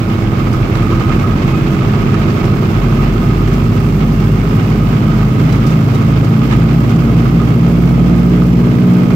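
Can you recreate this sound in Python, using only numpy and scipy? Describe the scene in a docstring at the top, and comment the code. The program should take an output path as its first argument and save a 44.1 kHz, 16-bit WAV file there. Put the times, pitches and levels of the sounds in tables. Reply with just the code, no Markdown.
"""A deep, throbbing drone fills the cockpit of a taxiing plane: three nine-cylinder radial engines
turn two-blade propellers. The throttles are eased up in turn, so the three harmonic series slide
past each other and beat by interference. Exhaust pulses rumble through the cabin, gears whine thinly,
valve gear clatters and a window panel rattles in forced vibration. Propeller wash fizzes at a gap,
and loose fittings chatter and squeak."""
import sys
import numpy as np
from scipy import signal
from scipy.fft import rfft, irfft, next_fast_len
from scipy.io import wavfile
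from scipy.ndimage import uniform_filter1d, minimum_filter1d

SR = 44100
rng = np.random.default_rng(int(sys.argv[2]) if len(sys.argv) > 2 else 0)


def materialize(psi):
    """Save the field psi as 16-bit PCM at rate SR to the path in sys.argv[1].

    A 1-D psi becomes a single channel; in a 2-D psi each row is a channel.
    """
    bounded = np.clip(np.atleast_2d(psi).T, -1, 1)
    quanta = np.round(bounded * 32767).astype(np.int16)
    wavfile.write(sys.argv[1], SR, quanta)


N = 403515
TIME = np.arange(N) / SR
CYLINDERS = 9

# Levels in the tables are relative; each source applies its own gain.
# near, second and third engine: (idle speed [turns/s], pushes (time [s], gain [turns/s], lag [s]))
THROTTLES = [(23.34, [(2.984, 3.86, .63), (6.442, 1.33, .45), (7.295, 2.49, .66)]),
             (20.51, [(1.942, 4.85, .547), (5.31, 3.64, .48), (7.775, .9, .33)]),
             (20.61, [(.571, 4.7, .503), (4.193, 4.035, .418), (6.927, .81, .87)])]
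# low, middle and high throttle step: (crank speed [turns/s])
THROTTLE_STEPS = [23.5, 26.5, 29.5]
# partials of each engine: (order [cycles/turn], level at the low, middle, high step [dB])
NEAR_ORDERS = [(3.1,-35,-35,-36), (4,-25.5,-20,-24), (5,-39,-33,-43), (4.5,-21,-39,-34),
               (5.5,-28.5,-27.5,-28), (6,-22.5,-19,-10.5), (7,-35,-34,-27), (8,-28,-19,-29.5),
               (8.5,-34,-30,-30.5), (9,-28.5,-31.5,-44), (10,-30,-32.5,-42), (12,-54,-31.5,-44),
               (14,-28.5,-40.5,-33.5), (18,-39,-46,-40)]
SECOND_ORDERS = [(3.5,-39,-44,-26.5), (4,-29,-22.5,-16), (4.5,-29,-35,-26.5), (5.5,-33,-27,-36),
                 (6,-28,-24.5,-18.5), (8,-33,-26,-16), (8.5,-30,-27,-42), (9,-25.5,-39.5,-48),
                 (10,-26.5,-35,-27), (12,-35.5,-41.5,-34.5), (14,-42,-42.5,-29), (16,-31.5,-47,-32.5),
                 (20,-43,-49,-41), (22,-46,-57,-40)]
THIRD_ORDERS = [(4,-44,-26,-44), (4.5,-25,-18.5,-14.5), (5,-31,-32.5,-39), (5.5,-22,-24.5,-22),
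                (6,-26,-50,-49), (6.5,-22,-20.5,-28.5), (8,-43,-41,-33), (9,-36,-27.5,-27),
                (10,-38.5,-35.5,-30), (12.5,-29,-35,-45), (15.5,-34.5,-35,-49), (16.5,-37.5,-37,-55)]
# each engine in the cabin: (partials, throb level [dB], delay of the right channel [s])
ENGINES = [(NEAR_ORDERS, -2, -0.00016), (SECOND_ORDERS, 0, 0.00028), (THIRD_ORDERS, -11, 0.00014)]
# contour of the throb, for propellers falling in and out of step: (time [s], level [dB])
THROB_LEVEL = [(0.0, -24), (.55, -21), (1.3, -19), (1.45, -22), (2.62, -23.5), (2.8, -16.5), (4.15, -16.5),
               (5.7, -20), (5.97, -28), (6.15, -19), (8.6, -16.5), (8.95, -35), (9.15, -22)]
# mean engine speed at idle, part throttle and taxi power: (speed [turns/s])
MEAN_SPEEDS = [23.1, 25.04, 30.8]
# each noise at those three speeds: (level [dB])
RUMBLE_DB = [.5, -2.5, 0.9]
CLATTER_DB = [0.8, -0.23, -1.7]
PANEL_DB = [-28.5, -30, -33]
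FIZZ_DB = [0.9, 1.5, -2.4]
# exhaust as the cabin transmits it: (frequency [Hz], left level [dB], right level [dB])
RUMBLE_SPECTRUM = [(12, -68, -68), (26, -51, -58), (45, -44, -48), (70, -46, -43), (113, -41, -33),
                   (170, -40, -40), (240, -40, -39), (262, -45, -43.5), (306, -45, -41.5),
                   (408, -49, -45.5), (497, -55.5, -55.5), (670, -56.5, -57.5), (1060, -75.5, -69.5),
                   (2030, -103, -96)]
# harmonics and sidebands of two gears meshing 28 and 36 times a turn:
# (order [cycles/turn], level at the low, middle, high step [dB])
GEAR_ORDERS = [(72, -50, -50, -53), (84, -55, -55, -57), (107, -53, -51, -58), (108, -49, -49, -56),
               (109, -55, -54, -56), (112, -51, -53, -62), (140, -54, -59, -67), (168, -57, -64, -70)]
# valve gear and churned air: (frequency [Hz], left level [dB], right level [dB])
CLATTER_SPECTRUM = [(60, -68, -83), (200, -78, -60), (390, -69, -51), (695, -69, -54.5), (1090, -59, -55.5),
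                    (1500, -64, -58.5), (1870, -69.5, -66.5), (2290, -66, -61), (2730, -67.5, -59.5),
                    (3950, -74.5, -69.5), (5040, -82, -72.5), (7470, -85.5, -79.5), (8160, -86, -105),
                    (15000, -110, -110)]
# resonances of airframe and window panel: (frequency [Hz], bandwidth [Hz], level [dB])
AIRFRAME_MODES = [(843, 53, 0.5), (2180, 150, 4.5), (2242, 47, 1), (2464, 91, 2.5), (2713, 120, 1.5),
                  (3310, 120, -32), (5350, 250, -12), (6260, 170, -21), (7700, 250, -24)]
PANEL_MODES = [(1153, 35, 1), (1244, 30, 2), (1258, 49, 6.5), (1460, 110, -14)]
# hard knocks of the panel: (time [s], level [dB])
KNOCKS = [(.539, -18.5), (.924, -15.5), (1.008, -15), (1.096, -19), (1.115, -16.5), (1.24, -20),
          (1.264, -21), (1.542, -23), (1.821, -21), (2.143, -20), (6.522, -21), (7.416, -20)]
# slow drift of clatter and panel together: (time [s], level [dB])
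RATTLE_DRIFT = [(0.0, 0), (2.4, 0.6), (4.0, -1.5), (5.3, 0.9), (7.3, 0.4), (8.3, -1), (9.15, 0.9)]
# air at the window gap: (frequency [Hz], left level [dB], right level [dB])
FIZZ_SPECTRUM = [(2000, -105, -105), (4850, -100, -75), (8040, -84.5, -85.5), (9700, -95.5, -95.5),
                 (11500, -82, -86.5), (13500, -88, -81.5), (15800, -82, -90)]
# spits of air at the gap: (time [s], level [dB], decay time [s])
SPITS = [(.53, -36.5, .015), (.997, -40, .008), (2.451, -41, .02), (3.53, -40, .02), (5.523, -36.5, .015),
         (5.666, -35, .02), (5.705, -39, .012), (5.947, -37, .012), (6.245, -38, .01), (6.894, -39, .015),
         (6.961, -38, .007)]
# timbre of a spit: (frequency [Hz], level [dB])
SPIT_SPECTRUM = [(1500, -25), (3600, 2), (5000, 9), (8000, 0.5), (10000, -8), (13000, -3), (16000, -9)]
# impacts of loose fittings: (time [s], level [dB], decay time [s])
CHATTERS = [(.753, -11.5, .006), (.77, -19, 0.017), (1.094, -17, .008), (1.116, -20, 0.029),
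            (2.142, -16, 0.012), (2.441, -17, .008), (3.475, -18, 0.014), (6.511, -15, .012),
            (6.524, -15.5, 0.024), (6.688, -23, 0.017)]
# timbre of those impacts: (frequency [Hz], level [dB])
CHATTER_SPECTRUM = [(300, -15), (800, 4), (2300, -2), (5000, -16.5), (8000, -24), (15000, -48)]
# metal rubbing on metal: (time [s], frequency [Hz], level [dB], duration [s])
SQUEAKS = [(1.438, 2510, -33, 0.2), (5.51, 3980, -37, .04), (5.65, 3600, -36, 0.025),
           (5.692, 3620, -37, 0.028), (5.94, 3880, -38, .035)]


def amp(db):
    """Amplitude ratio: tenfold for every 20 dB."""
    return 10 ** (np.asarray(db) / 20)


def unit_rms(x):
    """Normalisation to a mean power of one."""
    return x / np.sqrt(np.mean(x ** 2) + 1e-20)


def crank_angle(idle, pushes):
    """Angle in turns: the integral of a speed with a critically damped response to each push."""
    speed = np.full(N, float(idle))
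    for start, gained, lag in pushes:
        age = np.maximum(TIME - start, 0) / lag
        speed += gained * (1 - (1 + age) * np.exp(-age))
    return np.cumsum(speed) / SR + 2 * rng.random()


def speed_of(crank):
    """Speed in turns per second, the derivative of angle."""
    return np.gradient(crank) * SR


def speed_gain(cranks, step_db):
    """Amplitude of a noise as a function of mean engine speed."""
    return amp(np.interp(speed_of(np.mean(cranks, axis=0)), MEAN_SPEEDS, step_db))


def wander(rate_hz):
    """Random modulation of unit RMS, interpolated between rate_hz draws a second."""
    draws = rng.standard_normal(12000)
    return unit_rms(np.interp(TIME * rate_hz, np.arange(len(draws)), draws))


def puffs(cycles, decay):
    """Periodic exponential decay, its time constant given as a fraction of the cycle."""
    return unit_rms(np.exp(-(cycles % 1) / decay))


def bursts(rows, rise_s=0.00037):
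    """Stereo noise transients with a quick rise and an exponential decay."""
    envelope = np.zeros(N)
    for time, db, decay in rows:
        start = int(time * SR)
        t = TIME[:min(SR // 4, N - start)]
        envelope[start:start + len(t)] += amp(db) * (1 - np.exp(-t / rise_s)) * np.exp(-t / decay)
    return envelope * rng.standard_normal((2, N))


def colour(x, spectrum):
    """Spectral shaping: unit white noise takes on the power density of each level column."""
    hz, *columns = np.transpose(spectrum)
    size = next_fast_len(N + 4096)
    log_hz = np.log(np.fft.rfftfreq(size, 1 / SR) + 1)
    gain = amp([np.interp(log_hz, np.log(hz), db) for db in columns])
    return irfft(rfft(x, size) * gain, size)[:, :N] * np.sqrt(SR / 2)


def steadied(x, seconds):
    """Division by the running RMS removes slow changes of level and keeps quick beats."""
    size = int(seconds * SR / 2) * 2 + 1
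    power = uniform_filter1d(uniform_filter1d((x ** 2).mean(0), size), size)
    return x / np.sqrt(power + 1e-12)


def ring(force, modes):
    """Modal response: the force convolved with a sum of damped sinusoids."""
    t = TIME[:SR // 12]
    response = sum(amp(db) * np.exp(-np.pi * width * t) * np.sin(2 * np.pi * hz * t)
                   for hz, width, db in modes)
    return signal.oaconvolve(force, response[None] / np.linalg.norm(response), axes=1)[:, :N]


def drone(cranks, waver=0.052, tilt_db_per_octave=1.2, centre_hz=110, level_db=-10, db_per_speed=0.72):
    """Periodic forces radiate harmonics: whole orders from the blades, half orders from the firing."""
    out = np.zeros((2, N))
    for (orders, _, lag), crank in zip(ENGINES, cranks):
        speed = speed_of(crank)
        for order, *step_db in orders:
            phase = 2 * np.pi * (round(2 * order) / 2 * crank + rng.random())
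            size = amp(np.interp(speed, THROTTLE_STEPS, step_db)) * (1 + waver * wander(14))
            octaves = np.log2(order * speed.mean() / centre_hz)
            pan = amp(tilt_db_per_octave * octaves / 2)  # higher tones lean right
            out[0] += size / pan * np.sin(phase)
            out[1] += size * pan * np.sin(phase - 2 * np.pi * order * speed * lag)
    extra_speed = speed_of(np.mean(cranks, axis=0)) - THROTTLE_STEPS[1]
    return steadied(out, seconds=0.28) * amp(level_db + db_per_speed * extra_speed)


def throb(cranks):
    """Interference: three blade-passing tones, two cycles a turn, beat under a set level contour."""
    tones = np.zeros((2, N))
    for (_, db, lag), crank in zip(ENGINES, cranks):
        delayed = crank - lag * speed_of(crank)
        tones += amp(db) * np.sin(2 * np.pi * 2 * np.array([crank, delayed]))
    return steadied(tones, seconds=0.22) * amp(np.interp(TIME, *np.transpose(THROB_LEVEL)))


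def exhaust(cranks, uneven=0.27, hiss=0.61, gain_db=-0.5, boom_cut_db=-7, boom_hz=240):
    """Source and filter: cylinders fire every second turn; the cabin shapes the pops and gas rush."""
    pops, rush = np.zeros(N), np.zeros(N)
    for crank in cranks:
        firing = crank * CYLINDERS / 2
        onsets = np.flatnonzero(np.diff(np.floor(firing)))
        strength = rng.standard_normal(CYLINDERS)  # each cylinder has its own
        strength = unit_rms(strength - strength.mean())
        scatter = uneven * rng.standard_normal(N)[:len(onsets)]
        pops[onsets] += strength[np.arange(len(onsets)) % CYLINDERS] + scatter
        rush += puffs(firing, decay=0.82) * rng.standard_normal(N)
    source = unit_rms(unit_rms(pops) + hiss * unit_rms(rush))
    rumble = colour(source, RUMBLE_SPECTRUM) * speed_gain(cranks, RUMBLE_DB) * amp(gain_db)
    # the lumpy boom of idling smooths out as the near throttle opens
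    boom = signal.sosfiltfilt(signal.butter(3, boom_hz, fs=SR, output="sos"), rumble)
    throttle = np.interp(speed_of(cranks[0]), THROTTLE_STEPS, [0, 0.5, 1])
    return rumble + boom * (amp(boom_cut_db * throttle) - 1)


def gear_whine(crank, waver=0.32):
    """Tooth meshing: pitch is proportional to crank speed, and the whine fades at high speed."""
    out, speed = np.zeros((2, N)), speed_of(crank)
    for order, *step_db in GEAR_ORDERS:
        phase = 2 * np.pi * (order * crank + rng.random() + 0.33 * rng.random((2, 1)))
        size = amp(np.interp(speed, THROTTLE_STEPS, step_db)) * (1 + waver * wander(12))
        out += size * np.sin(phase)
    return out * amp([[-3], [2]])


def valve_clatter(cranks, pulsing=0.13, flicker_db=1.03, grit_db=1.5, gain_db=-1.12, airframe_db=-38):
    """Amplitude modulation: the near blades chop valve and air noise, which rings the airframe."""
    chop = 1 + pulsing * puffs(2 * cranks[0], decay=0.8)
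    flicker = amp(flicker_db * wander(40) + grit_db * wander(630))
    force = unit_rms(chop * flicker) * rng.standard_normal((2, N))
    ringing = ring(force, AIRFRAME_MODES) * amp(airframe_db) * amp([[-5], [2]])
    return (colour(force, CLATTER_SPECTRUM) * amp(gain_db) + ringing) * speed_gain(cranks, CLATTER_DB)


def window_panel(cranks, uneven_db=1.5, knock_db=21.0, bounce=0.81):
    """Forced vibration: blade pressure waves shake a loose panel on the right; at times it knocks."""
    shake = unit_rms(puffs(2 * cranks[0], decay=0.63) * amp(uneven_db * wander(55)))
    rattle = shake * rng.standard_normal((2, N)) * speed_gain(cranks, PANEL_DB)
    knocks = np.zeros(N)
    for time, db in KNOCKS:
        rebound = time + rng.uniform(0.005, 0.009)
        knocks[int(time * SR)] += amp(db + knock_db)
        knocks[int(rebound * SR)] += bounce * amp(db + knock_db)
    return ring(rattle + knocks, PANEL_MODES) * amp([[-7], [2.5]])


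def gap_fizz(cranks, pulsing=0.34, flicker_db=1.1, grit_db=1.0, crackle_db=2.5, ticks_per_s=18):
    """Flow noise: propeller wash crackles and spits at a window gap, pulsing harder with speed."""
    throttle = np.interp(speed_of(cranks[0]), THROTTLE_STEPS, [0, 0.5, 1])
    blades = puffs(cranks[2], decay=0.23) + puffs(2 * cranks[0], decay=0.24)
    firing = puffs(cranks[0] * CYLINDERS / 2, decay=0.4)
    pulses = 1 + pulsing * (throttle * blades + 0.55 * firing)
    grains = amp(crackle_db * np.minimum(rng.exponential(1, (2, N)), 6))
    flicker = amp(flicker_db * wander(50) + grit_db * wander(900))
    # a few larger ticks are common to both channels
    ticks = (rng.random(N) < ticks_per_s / SR) * amp(14 + 1.3 * np.minimum(rng.exponential(1, N), 3))
    crackle = unit_rms(pulses * grains * flicker) * rng.standard_normal((2, N))
    fizz = colour(crackle + ticks, FIZZ_SPECTRUM) * speed_gain(cranks, FIZZ_DB)
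    return fizz + colour(bursts(SPITS), SPIT_SPECTRUM) * amp(-38)


def loose_fittings(chatter_db=-37, jitter=0.0142):
    """Impact and friction: loose metal parts chatter in noise bursts and squeak in unsteady tones."""
    out = colour(bursts(CHATTERS), CHATTER_SPECTRUM) * amp(chatter_db)
    for start, hz, db, duration in SQUEAKS:
        envelope = np.sin(np.pi * np.clip((TIME - start) / duration, 0, 1))
        pitch = hz * (1 + jitter * wander(300))
        out += amp(db) * envelope * np.sin(2 * np.pi * np.cumsum(pitch) / SR)
    return out * amp([[-5], [1]])


def scene(opening_db=-2, opening_s=0.98):
    """Superposition: three crankshafts time the sustained layers; the sum rises a little at first."""
    cranks = [crank_angle(idle, pushes) for idle, pushes in THROTTLES]
    engines = drone(cranks) + throb(cranks) + exhaust(cranks) + gear_whine(cranks[2])
    drift = amp(np.interp(TIME, *np.transpose(RATTLE_DRIFT)))
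    rattles = (valve_clatter(cranks) + window_panel(cranks)) * drift
    opening = amp(np.interp(TIME, [0, opening_s], [opening_db, 0]))
    return (engines + rattles + loose_fittings() + gap_fizz(cranks)) * opening


def record(dry, ceiling=0.99, cutoff_hz=15800):
    """Peak limiting by a quick dip in gain, followed by low-pass filtering."""
    gain = ceiling / np.maximum(abs(dry).max(0), ceiling)
    gain = uniform_filter1d(minimum_filter1d(gain, size=441), size=441)
    lowpass = signal.firwin(511, cutoff_hz, window=("kaiser", 9), fs=SR)
    return signal.oaconvolve(dry * gain, lowpass[None], "same")


dry = scene()
out = record(dry)
materialize(out)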